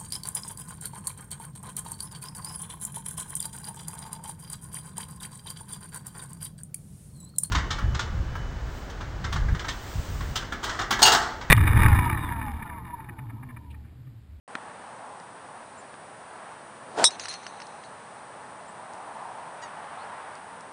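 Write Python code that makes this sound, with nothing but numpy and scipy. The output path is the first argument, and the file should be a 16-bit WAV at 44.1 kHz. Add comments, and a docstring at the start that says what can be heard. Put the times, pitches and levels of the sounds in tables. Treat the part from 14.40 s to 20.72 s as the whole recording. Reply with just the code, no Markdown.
"""A golf tee beside a pond: on the drive the shaft swishes, the face cracks and the hollow metal head rings.
The head flies away from the listener and toward the trees, so their echoes come back higher in pitch,
and the woods ring on. Far traffic and wind murmur, with two bird chirps and a faint rising squeak.
A sleeve rustles and leather squeaks. Close by, a camera adds small knocks and its thin whine and ticks."""
import sys
import numpy as np
from scipy import signal
from scipy.fft import rfft, irfft
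from scipy.io import wavfile

SR = 44100
rng = np.random.default_rng(int(sys.argv[2]) if len(sys.argv) > 2 else 0)


def store_pcm(level_fs):
    """Save levels as 16-bit WAV."""
    pcm = np.round(np.clip(level_fs, -1, 1) * 32767).astype(np.int16)
    wavfile.write(sys.argv[1], SR, np.atleast_2d(pcm).T)


N = 278712
TIME = np.arange(N) / SR
SHORT = TIME[:SR // 5]  # 0.2 s time base for one-shots
IMPACT_S, CUTOFF_HZ = 2.6411, 10050


def from_db(db):
    """Decibels to gain."""
    return 10 ** (np.asarray(db) / 20)


def rms_one(x):
    """Normalise to rms 1."""
    return x / np.sqrt(np.mean(x ** 2) + 1e-20)


def noise(colour, size=N):
    """Noise shaped by an EQ curve, rms 1."""
    hz, db = np.transpose(colour)
    bins = np.maximum(np.fft.rfftfreq(size, 1 / SR), 1)
    gain = from_db(np.interp(np.log(bins), np.log(hz), db))
    return rms_one(irfft(rfft(rng.standard_normal(size)) * gain, size))


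def drift(rate_hz):
    """Random modulator: glides between values of spread 1."""
    knots = rng.standard_normal(4096)
    return np.interp(TIME * rate_hz, np.arange(len(knots)), knots)


def lowpass(x, hz):
    """Roll off the top at 12 dB per octave."""
    return signal.sosfilt(signal.butter(2, min(hz, .45 * SR), fs=SR, output="sos"), x)


def highpass(x, hz):
    """Roll off the lows at 12 dB per octave."""
    return signal.sosfilt(signal.butter(2, hz, "high", fs=SR, output="sos"), x)


def dying(t60):
    """One-shot envelope that falls 60 dB in t60 seconds."""
    return np.exp(-np.log(1000) * SHORT / t60)


def swell(s, width_s):
    """Bell-shaped envelope, peaking at 1 at time s."""
    return np.exp(-.5 * ((TIME - s) / width_s) ** 2)


def held(s, hold_s, rise_db_per_s, fall_db_per_s):
    """Attack up to time s, hold at 1, release."""
    attack_db = -rise_db_per_s * np.maximum(s - TIME, 0)
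    release_db = -fall_db_per_s * np.maximum(TIME - s - hold_s, 0)
    return from_db(attack_db + release_db)


def add(out, s, sound):
    """Mix a sound in at time s."""
    at = round(s * SR)
    out[at:at + len(sound)] += sound[:N - at]


def scatter(x, t60, wet_db):
    """Rough ground or foliage follows a sound with a short spray of reflections."""
    spray = rng.standard_normal(len(SHORT)) * dying(t60)
    return x + from_db(wet_db) * signal.fftconvolve(x, spray / np.linalg.norm(spray))[:len(x)]


def wind():
    """A steady bed of light wind and hiss."""
    # colour of the moving air: (frequency [Hz], level [dB])
    air_colour = [(25, -15), (50, -17.5), (100, -2), (160, -0.5), (230, 0.5), (330, -3), (600, 3.5),
                  (1500, -11.5), (3000, -17), (6000, -21), (10000, -24)]
    return from_db(-49.5) * noise(air_colour)


def far_road(roar_floor_db=-50, tyre_floor_db=-51.5):
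    """Distant traffic swells and sinks but never falls silent, wavering on its way here."""
    # colour of the traffic's roar: (frequency [Hz], level [dB])
    roar_colour = [(200, -36), (380, -16), (500, -12.5), (680, -1), (870, 3.5), (1050, 0), (1300, -10),
                   (2000, -39)]
    # colour of the tyre hiss: (frequency [Hz], level [dB])
    tyre_colour = [(700, -19), (1100, 0.5), (1350, 0.5), (1750, -1.5), (2250, -10), (3000, -15),
                   (4300, -23), (5500, -30.5), (8000, -53.5)]
    # traffic swells: (time [s], half width [s], roar level [dB], tyre level [dB])
    swells = [(.25, 0.21, -49.5, -51.5), (.66, 0.18, -46, -68), (1.18, .1, -49.5, -60),
              (2.04, 0.14, -50, -52), (3.17, 0.25, -48, -65), (4.1, 0.48, -49, -56.5),
              (4.8, 0.32, -42, -52.5), (5.62, 0.41, -42.5, -46), (6.3, 0.21, -50, -66)]
    roar_power, tyre_power = from_db(roar_floor_db) ** 2, from_db(tyre_floor_db) ** 2
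    for s, width_s, roar_db, tyre_db in swells:
        roar_power += (from_db(roar_db) * swell(s, width_s)) ** 2
        tyre_power += (from_db(tyre_db) * swell(s, width_s)) ** 2
    road = noise(roar_colour) * np.sqrt(roar_power) + noise(tyre_colour) * np.sqrt(tyre_power)
    return road * from_db(.5 * drift(16))


def chirps():
    """Thin, wavering glides: two far bird chirps and a faint rising squeak."""
    # glides: (time [s], length [s], start pitch [Hz], end pitch [Hz], level [dB])
    glides = [(1.361, 0.063, 7560, 7150, -55), (4.26, 0.075, 7300, 8700, -57),
              (5.544, .135, 2650, 5660, -58.5)]
    out = np.zeros(N)
    for s, length_s, start_hz, end_hz, db in glides:
        size = int(length_s * SR)
        hz = np.linspace(start_hz, end_hz, size) + 290 * drift(900)[:size]
        add(out, s, from_db(db + 3) * np.hanning(size) * np.sin(2 * np.pi * np.cumsum(hz) / SR))
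    return out


def camera(whine_hz=9035, buzz_hz=8018, frame_hz=29.97):
    """Electronics whine and tick; a clock tone buzzes as it restarts with every frame."""
    # ticks, each stepping the whine's pitch: (time [s], level [dB], new pitch [Hz])
    steps = [(0.8, -42, 9180), (3.268, -39.5, 9060), (4.535, -42, 9180), (5.953, -40.5, 9240),
             (6.208, -42, 9070)]
    tick_colour = [(2000, -14), (5000, 4), (9500, -2)]  # (frequency [Hz], level [dB]), as is the next
    hiss_colour = [(8500, -29), (8950, -2), (9250, 1.5), (9520, .5), (9800, -35)]
    ticks, hz = np.zeros(N), np.full(N, whine_hz)
    for s, db, new_hz in steps:
        hz = np.where(TIME < s, hz, new_hz)
        add(ticks, s, from_db(db) * noise(tick_colour, len(SHORT)) * dying(.015))
    unsteady_hz = hz + 22 * drift(25) + 55 * drift(500)
    whine = from_db(-57.5) * np.sin(2 * np.pi * np.cumsum(unsteady_hz) / SR)
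    hiss = from_db(-69) * noise(hiss_colour)
    buzz = from_db(-63.5) * np.sin(2 * np.pi * buzz_hz * (TIME % (1 / frame_hz)))
    return ticks + whine + hiss + buzz


def knocks():
    """Short, dry knocks close by."""
    # hits: (time [s], level [dB])
    hits = [(0.153, -20.5), (1.541, -38)]
    # colour of a knock: (frequency [Hz], level [dB])
    knock_colour = [(50, -35), (150, -15), (350, 4.5), (600, -12), (1200, -1), (2000, -4), (2700, -13),
                    (4200, -12.5), (5000, -29), (9000, -37), (12000, -65)]
    out = np.zeros(N)
    for s, db in hits:
        add(out, s, from_db(db) * noise(knock_colour, len(SHORT)) * dying(.016))
    return out


def sleeve():
    """Cloth brushes in brief, grainy rustles."""
    # rustles: (time [s], length [s], level [dB])
    rustles = [(1.525, 0.028, -57.5), (5.213, 0.033, -52)]
    # colour of the cloth: (frequency [Hz], level [dB])
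    cloth_colour = [(1000, -32), (2500, 2), (4000, 2), (6000, 2), (8500, -3), (10000, -24)]
    out = np.zeros(N)
    for s, length_s, db in rustles:
        size = int(length_s * SR)
        grain_db = 8.1 * drift(245)[:size]
        add(out, s, from_db(db + grain_db) * np.hanning(size) * noise(cloth_colour, size))
    return out


def squeak(s=5.229, hold_s=.012, pitch_hz=948, sag_hz_per_s=2400):
    """A leather shoe or glove sticks and slips as the golfer unwinds, sagging in pitch as it lets go."""
    # harmonics of the squeak, from the first up: (level [dB])
    partials_db = [3, -1.5, -12, -13, -10, -12, -8, -22]
    hz = pitch_hz - sag_hz_per_s * np.clip(TIME - s - hold_s, 0, .1)
    phase = 2 * np.pi * np.cumsum(hz * (1 + .013 * drift(900))) / SR
    tone = sum(from_db(db) * np.sin(k * phase) for k, db in enumerate(partials_db, 1))
    return from_db(-39) * rms_one(tone) * held(s, hold_s, rise_db_per_s=2500, fall_db_per_s=480)


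def woods(delay_s=.155, tail_t60_s=2.4, edge_db_per_s=1197):
    """Countless trunks and branches spray the strike back unevenly: near stands, then a long tail."""
    # returns from stands of trees, longer for deeper stands: (time [s], length [s], level [dB])
    stands = [(2.7, 0.059, -49.5), (2.8, 0.057, -48.5), (2.888, .068, -46.5)]
    # colour of the spray: (frequency [Hz], level [dB])
    spray_colour = [(500, -8), (1200, -8), (2550, 9.5), (3300, 2), (4150, 14.5), (4700, -9), (5600, -1),
                    (6150, 12), (7200, -17), (8200, -10), (9800, -13)]
    near = sum(from_db(db) * held(s, hold_s, edge_db_per_s, edge_db_per_s) for s, hold_s, db in stands)
    tail = from_db(-49.5) * held(IMPACT_S + delay_s, 0, edge_db_per_s, 60 / tail_t60_s)
    spray = lowpass(noise(spray_colour), CUTOFF_HZ)
    return spray * np.hypot(near, tail) * from_db(2.1 * drift(240))


def echoes(ring, hit, head_mach=.078):
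    """Banks and trees throw the strike back, pitched up by the head's speed and smeared by foliage."""
    # reflections: (time [s], hit level [dB], ring level [dB], head's path to reflector [cosine])
    reflections = [(2.706, -28, -34.5, 0.37), (2.7962, -22.5, -31.5, 0.92), (2.812, -38, -33, 0.98),
                   (2.836, -28, -32, -0.083), (2.8554, -22, -47, -0.19), (2.8832, -21.5, -23, 0.19),
                   (2.911, -32, -31, 0.48), (2.926, -31, -34, .5), (2.939, -25, -40, 0.44),
                   (3.0307, -35, -38.5, .65), (3.0659, -23, -37, 0.72), (3.2013, -29, -42, .65),
                   (3.218, -28, -48, .65), (3.436, -33, -38, 0.63)]
    out = np.zeros(N)
    dull_hit = lowpass(hit, 4600)  # foliage softens the crack
    for s, hit_db, ring_db, toward in reflections:
        # trunks and leaves return little bass
        thrown = highpass(from_db(ring_db) * ring + from_db(hit_db) * dull_hit, 1200)
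        oversampled = signal.resample_poly(thrown, 4, 1)
        doppler = (1 + head_mach) / (1 - head_mach * toward)
        shifted = np.interp(SHORT * doppler, np.linspace(0, SHORT[-1], len(oversampled)), oversampled)
        smeared = scatter(shifted, t60=.022, wet_db=0)
        air_cutoff_hz = 3900 / np.sqrt(s - IMPACT_S)  # longer paths come back darker
        add(out, s, lowpass(smeared, air_cutoff_hz))
    return out


def swish():
    """Eddies shed by shaft and head: a soft rush over the whole arc, a loud whip at the bottom."""
    # colour of the rushing air: (frequency [Hz], level [dB])
    rush_colour = [(50, -35), (100, -23), (160, -14.5), (290, -8), (400, -4), (520, -8), (780, 3),
                   (1000, -5), (1200, -11), (1500, -9.5), (2000, -21), (3000, -22), (5500, -26),
                   (10000, -32), (13000, -73)]
    arc = from_db(-41.5) * swell(2.64, width_s=.097)
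    whip = from_db(-23.5) * held(2.586, hold_s=.05, rise_db_per_s=760, fall_db_per_s=1100)
    return noise(rush_colour) * np.hypot(whip, arc)


def head_ring(flutter=.0092, turn_s=.041, turn_steepness=9.2):
    """The shell's modes swell as the face swings round, flutter with the shaft, fade as it turns away."""
    # strong modes of the hollow head: (frequency [Hz], level [dB], t60 [s], attack [s])
    shell_modes = [(3470, -24, .2, .005), (3806, -7, .3, .012), (3915, -23, .25, .006),
                   (4350, -30, .12, .002), (5275, -26, .15, .002), (5390, -14.5, .23, .006),
                   (5530, -20, .2, .004), (5670, -22, .2, .004), (5772, -22, .25, .005),
                   (5870, -23, .25, .005), (6304, -26, .07, .001), (6896, -26, .07, .001),
                   (8054, -26, .1, .001), (8267, -23, .25, .002), (8374, -20, .25, .002),
                   (9156, -17, .09, .001), (9442, -27, .25, .002)]
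    # colour of the crowd of weaker modes round them: (frequency [Hz], level [dB])
    clank_colour = [(500, -70), (2000, -30), (2600, -31), (3300, -16), (3480, -1), (3980, 2), (4200, -15),
                    (4850, -20), (5150, 0), (5900, 2), (6150, -10), (7600, -18), (8250, 0), (9400, -4),
                    (10000, -25)]
    ring = np.zeros(len(SHORT))
    for k, (hz, db, t60, attack_s) in enumerate(shell_modes):
        phase = 2 * np.pi * hz * np.cumsum(1 + flutter * drift(300)[:len(SHORT)]) / SR
        envelope = dying(t60) * (1 - np.exp(-SHORT / attack_s)) ** 2
        ring += from_db(db) * envelope * np.sin(phase) * (-1) ** k
    clank = from_db(-14.5) * noise(clank_colour, len(SHORT)) * dying(.24)
    on_turf = scatter(ring + clank, t60=.02, wet_db=-14)
    return on_turf / (1 + (SHORT / turn_s) ** turn_steepness)


def contact(pulse_width_s=.00015, crack_attack_s=.0008):
    """The squashed ball sends out one pressure pulse, a bright crack and a dull thud."""
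    # colour of the crack: (frequency [Hz], level [dB])
    crack_colour = [(2000, -22), (2900, -16), (3600, -8), (5300, -2), (6200, -11), (7000, -9), (7500, 1),
                    (8100, 0), (8800, -9), (9800, 4), (10500, -10), (12000, -40)]
    # colour of the thud: (frequency [Hz], level [dB])
    thud_colour = [(30, -4.5), (100, -10), (350, -9), (1000, 0), (1600, -9), (2500, -16), (5000, -28)]
    from_centre = (SHORT - 2 * pulse_width_s) / pulse_width_s
    pulse = from_db(-2) * from_centre * np.exp(-from_centre ** 2 / 2)
    crack_envelope = dying(.012) * (1 - np.exp(-SHORT / crack_attack_s))
    crack = from_db(3.5) * noise(crack_colour, len(SHORT)) * crack_envelope
    thud = from_db(-11.5) * noise(thud_colour, len(SHORT)) * dying(.027)
    return pulse + crack + thud


def drive():
    """Club meets ball: the direct hit and metal ring, followed by their echoes."""
    ring, hit = head_ring(), contact()
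    out = echoes(ring, hit)
    add(out, IMPACT_S, ring + hit)
    return out


def scene():
    """Mono mix of the shot, the outdoor bed and the close details."""
    shot = drive() + woods() + swish()
    bed = far_road() + wind() + chirps()
    details = knocks() + sleeve() + squeak() + camera()
    return (shot + bed + details)[None]


def record(dry, open_s=.078, ceiling=.7, low_cut_hz=55):
    """A small microphone opens after a moment, overloads on the crack, and loses deep bass and top end."""
    saturated = ceiling * np.tanh(dry * (TIME > open_s) / ceiling)
    steep_top_cut = signal.ellip(10, .2, 44, CUTOFF_HZ, fs=SR, output="sos")
    return signal.sosfilt(steep_top_cut, highpass(saturated, low_cut_hz))


dry = scene()
out = record(dry)
store_pcm(out)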